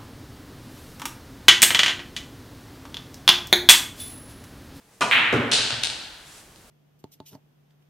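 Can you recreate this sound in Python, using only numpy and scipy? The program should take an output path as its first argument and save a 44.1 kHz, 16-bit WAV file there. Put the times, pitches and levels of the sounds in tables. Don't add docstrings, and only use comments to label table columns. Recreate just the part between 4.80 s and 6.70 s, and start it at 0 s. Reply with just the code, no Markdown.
import sys
import numpy as np
from scipy import signal
from scipy.fft import rfft, irfft
from scipy.io import wavfile

SR = 44100
rng = np.random.default_rng(int(sys.argv[2]) if len(sys.argv) > 2 else 0)


def transcribe(u):
    v = np.clip(np.atleast_2d(u).T, -1, 1)
    q = np.round(v * 32767).astype(np.int16)
    wavfile.write(sys.argv[1], SR, q)


N = 83790

# freq_hz, relative_db
SNAP_TONE = [(500, -38), (5000, -52), (8000, -17), (9400, 10), (11000, -4), (12500, -12), (13800, -4),
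             (15300, -11), (16500, -12)]


def amp(db):
    return 10 ** (np.asarray(db) / 20)


def curve_at(points, hz):
    freq_hz, value = np.transpose(points)
    return np.interp(np.log(hz + 1), np.log(freq_hz + 1), value)


def unit(x):
    return x / np.sqrt(np.mean(np.sum(x ** 2, -1)) + 1e-20)


def add(mix, start_s, level_db, sound):
    part = mix[:, round(start_s * SR):][:, :sound.shape[1]]
    part += amp(level_db) * sound[:, :part.shape[1]]


def impact(tone, size=4096):
    log_gain = np.log(amp(curve_at(tone, abs(np.fft.fftfreq(size, 1 / SR)))))
    minimum_phase = np.exp(np.conj(signal.hilbert(log_gain)))
    return unit(np.fft.ifft(minimum_phase).real[:size // 2])


def ring(modes, rise_s):
    t = np.arange(SR // 2) / SR
    partials = sum(amp(db - 60 * t / t60) * np.sin(2 * np.pi * hz * t) for hz, db, t60 in modes)
    return unit(np.minimum(t / rise_s, 1) * partials)


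def diffuse(pair):
    # freq_hz, coherence (0-1)
    coherence = [(60, .993), (130, .987), (280, .973), (450, .945), (700, .81), (1400, .57), (3000, .65),
                 (7000, .57), (10000, .55), (14000, .92)]
    likeness = curve_at(coherence, np.fft.rfftfreq(N, 1 / SR))
    mid, side = rfft(pair) * np.sqrt([(1 + likeness) / 2, (1 - likeness) / 2])
    return irfft(np.array([mid + side, mid - side]), N)


def noise_bed(tone):
    white = diffuse(rng.standard_normal((2, N)))
    spectrum = rfft(white) * amp(curve_at(tone, np.fft.rfftfreq(N, 1 / SR)))
    return unit(irfft(spectrum, N)) * np.sqrt(N)


def fader(points):
    return amp(np.interp(np.arange(N) / SR, *np.transpose(points)))


def room_tail():
    # freq_hz, t60_s
    decay = [(100, 1.02), (250, 0.94), (600, 1.12), (1400, 1.564), (2500, 1.1), (4200, 1.005), (6500, 0.81),
             (9500, 0.61), (14000, 0.41)]
    predelay_s, build_s, grain_db = 0.0016, 0.0052, 1.5
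    t = np.arange(N) / SR
    noise = rng.standard_normal((2, N))
    grain = amp(grain_db * np.repeat(rng.standard_normal(N), SR // 2000)[:N])
    hz, frame_s, bands = signal.stft(diffuse(noise * grain), SR, nperseg=512)
    tail = signal.istft(bands * amp(-60 * frame_s / curve_at(decay, hz)[:, None]))[1][:, :N]
    tail *= 1 - np.exp(-np.maximum(t - predelay_s, 0) / build_s)
    return unit(tail)


def room(sound, room_db, smear_s=0):
    # delay_s, left_gain, right_gain
    reflections = [(.0029, 0.25, 0.093), (.0094, -0.55, -.45), (.0152, .45, .45), (.022, .4, .4),
                   (.035, .45, 0.29)]
    tail = amp(room_db) * room_tail()
    early = np.zeros((2, N))
    early[:, 0] = 1
    for delay_s, left, right in reflections:
        early[:, round(delay_s * SR)] += np.array([left, right]) * min(1, amp(room_db))
    if smear_s:
        t = np.arange(N) / SR
        smear = diffuse(rng.standard_normal((2, N))) * t * np.exp(-t / smear_s)
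        early = signal.fftconvolve(early, unit(smear), axes=1)[:, :N]
    return signal.fftconvolve(sound[None], early + tail, axes=1)


def room_tone():
    # freq_hz, relative_db
    air_tone = [(20, -22), (55, -14.5), (120, 1.5), (280, -5), (400, -6), (700, -8), (1500, -13),
                (4000, -17), (10000, -18.5), (15500, -26.5)]
    rumble_tone = [(15, -22), (35, 1), (55, 1), (90, -2), (250, -48), (1000, -80)]
    # time_s, level_db
    rumble_swell = [(0, -76), (.6, -71), (.78, -53), (1.1, -56), (1.5, -65), (1.65, -59.5), (1.85, -61)]
    start_db, rise_db_per_s = -58, 3
    air = amp(start_db + rise_db_per_s * np.arange(N) / SR) * noise_bed(air_tone)
    return air + fader(rumble_swell) * noise_bed(rumble_tone)


def clothes_rustle():
    # time_s, level_db
    movement = [(0, -93), (.14, -59.5), (.21, -67), (1.1, -56), (1.38, -56.5), (1.45, -56), (1.475, -50.5),
                (1.59, -48), (1.65, -57), (1.72, -63), (1.9, -63)]
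    # freq_hz, relative_db
    fabric_tone = [(100, -36), (400, -3), (1500, 3.5), (4000, 0.5), (8000, 4), (11000, -2), (15500, -19)]
    return fader(movement) * noise_bed(fabric_tone)


def rolling_balls():
    # time_s, level_db
    roll_swell = [(.2, -88), (.24, -37.5), (.33, -44), (.38, -33.5), (.5, -41.5), (.9, -53.5), (1.15, -49),
                  (1.4, -59.5), (1.9, -75)]
    # freq_hz, relative_db
    roll_tone = [(50, -29), (105, 0.5), (165, -7), (235, -1), (275, -5), (312, 2.5), (360, -10.5),
                 (900, -3.5), (2000, -33), (8000, -68)]
    return fader(roll_swell) * noise_bed(roll_tone)


def table_booms():
    # start_s, level_db
    pushes = [(0.344, -12), (.54, 6), (.595, -4), (0.737, -7), (0.791, -10), (0.924, -7), (0.976, -13.5)]
    # pitch_hz, relative_db, t60_s
    frame_modes = [(100, -25, 0.14), (118.7, 5.5, 0.12), (138.3, 1, 0.085)]
    out = np.zeros((2, N))
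    for start_s, level_db in pushes:
        add(out, start_s, level_db, room(ring(frame_modes, rise_s=0.019), room_db=-8.5))
    return out


def pocket_thud():
    # start_s, level_db, room_db
    thuds = [(0.5247, 7, 2), (.537, 4.5, 0)]
    # freq_hz, relative_db
    thud_tone = [(40, -40), (100, -27), (170, -5.5), (250, 3), (340, 0), (460, 2), (680, -6), (1000, -12),
                 (1300, -5.5), (2000, -16.5), (4500, -29.5), (7500, -34.5), (15000, -52)]
    # pitch_hz, relative_db, t60_s
    pocket_modes = [(227.3, -2, 0.96), (241.5, 3.5, 0.69), (283, -1, .55), (313.3, -6, .65),
                    (373.5, -12, 0.51), (440, 3, 0.55)]
    ring_start_s, ring_db = .535, 8.5
    out = np.zeros((2, N))
    for start_s, level_db, room_db in thuds:
        add(out, start_s, level_db, room(impact(thud_tone), room_db, smear_s=0.0028))
    add(out, ring_start_s, ring_db, room(ring(pocket_modes, rise_s=.035), room_db=-10.5))
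    return out


def ball_clicks():
    # start_s, level_db, room_db, lean_db (left tops right by half of it),
    # tilt_db_per_octave, snap_db
    clicks = [(0.7152, -0.5, 8.5, -1, 1, -28), (.718, 4.5, 5, -0.5, -.5, -32),
              (0.7204, 4, 4.5, 3, 0.5, -34), (.732, -1.5, 8.5, 1, 0, -32), (.735, 2.5, 5.5, 1, 1.5, -28),
              (.906, -1, 0.5, 3, -3, -45), (1.0347, -2, 2, 1, 4, -14), (1.0364, 2.5, 0, 2.5, -0.5, -21.5),
              (1.1003, -4.5, -4, -3, -3.5, -31), (1.76, -27, -3, -2, 5, -53)]
    # freq_hz, relative_db
    click_tone = [(200, -31.5), (500, -15.5), (900, -10), (1120, -19.5), (1530, -7), (2100, -9.5),
                  (2800, -1.5), (4200, 1), (5300, -6.5), (7000, -10), (9600, -11), (10900, -33),
                  (16000, -49)]
    pivot_hz = 4000
    out = np.zeros((2, N))
    for start_s, level_db, room_db, lean_db, tilt, snap_db in clicks:
        tone = [(hz, db + tilt * np.log2(hz / pivot_hz)) for hz, db in click_tone]
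        pan = amp([[lean_db / 4], [-lean_db / 4]])
        add(out, start_s, level_db, pan * room(impact(tone), room_db, smear_s=0.00037))
        add(out, start_s, snap_db, room(impact(SNAP_TONE), room_db=-6))
    return out


def cue_stroke():
    # freq_hz, relative_db
    tip_tone = [(50, -30), (120, 1), (300, 2.5), (700, 11.5), (2000, -8.5), (4000, -2), (6000, -2.5),
                (9300, -5.5), (11500, -16), (16000, -46)]
    shaft_tone = [(60, -30.5), (230, -9), (500, -18.5), (900, -6.5), (1200, -4.5), (1900, -11), (2550, -10),
                  (3300, -16), (4300, -23), (9000, -30.5), (14000, -53)]
    # pitch_hz, relative_db, t60_s
    cue_modes = [(988, -6.5, .55), (1203, 5, 0.16), (1470, -5.5, 0.27), (1880, -30, 0.24),
                 (2010, -13, 0.15), (2524, -2.5, 0.25), (3120, -3.5, 0.13), (3336, -13, 0.28),
                 (4120, -13, 0.39), (5470, -18, 0.28), (6200, -19, .25), (8650, -21, .2), (9400, -20, .15)]
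    start_s, tip_db, shudder_db, ring_db = .208, -1, 9.5, 10.5
    shudder_peak_s, shudder_width_s = .0145, .0075
    ring_lag_s = .004
    t = np.arange(SR // 10) / SR
    burst = rng.standard_normal(len(t)) * np.exp(-((t - shudder_peak_s) / shudder_width_s) ** 2 / 2)
    shudder = unit(signal.fftconvolve(burst, impact(shaft_tone)))
    out = np.zeros((2, N))
    add(out, start_s, tip_db, room(impact(tip_tone), room_db=4, smear_s=0.0015))
    add(out, start_s, shudder_db, room(shudder, room_db=-4))
    add(out, start_s + ring_lag_s, ring_db, room(ring(cue_modes, rise_s=0.0059), room_db=-19))
    return out


def ball_clack():
    # freq_hz, relative_db
    clack_tone = [(60, -89), (200, -43), (330, -21), (550, -27), (950, -12.5), (1400, -8), (2250, -1.5),
                  (3000, -5), (3900, -13), (5200, -39), (7000, -38), (9300, -36.5), (11000, -45.5),
                  (15500, -41)]
    start_s, clack_db, snap_db = .3128, 7.5, -21
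    out = np.zeros((2, N))
    add(out, start_s, clack_db, room(impact(clack_tone), room_db=11.5))
    add(out, start_s, snap_db, room(impact(SNAP_TONE), room_db=-3))
    return out


def scene():
    hits = cue_stroke() + ball_clack() + ball_clicks() + pocket_thud() + table_booms()
    return hits + room_tone() + rolling_balls() + clothes_rustle()


def record(dry):
    # freq_hz, lead_rad
    port_phase = [(30, .08), (120, .1), (300, .14), (780, .3), (2500, .24), (4300, .05), (9000, -.1),
                  (14000, 0)]
    high_cut_hz = 16000
    lead = curve_at(port_phase, np.fft.rfftfreq(2 * N, 1 / SR))
    ports = irfft(rfft(dry, 2 * N) * np.exp(1j * np.array([lead, -lead]) / 2))[:, :N]
    high_cut = signal.firwin(511, high_cut_hz, window=("kaiser", 9), fs=SR)
    return signal.oaconvolve(ports, high_cut[None], "same")


dry = scene()
out = record(dry)
transcribe(out)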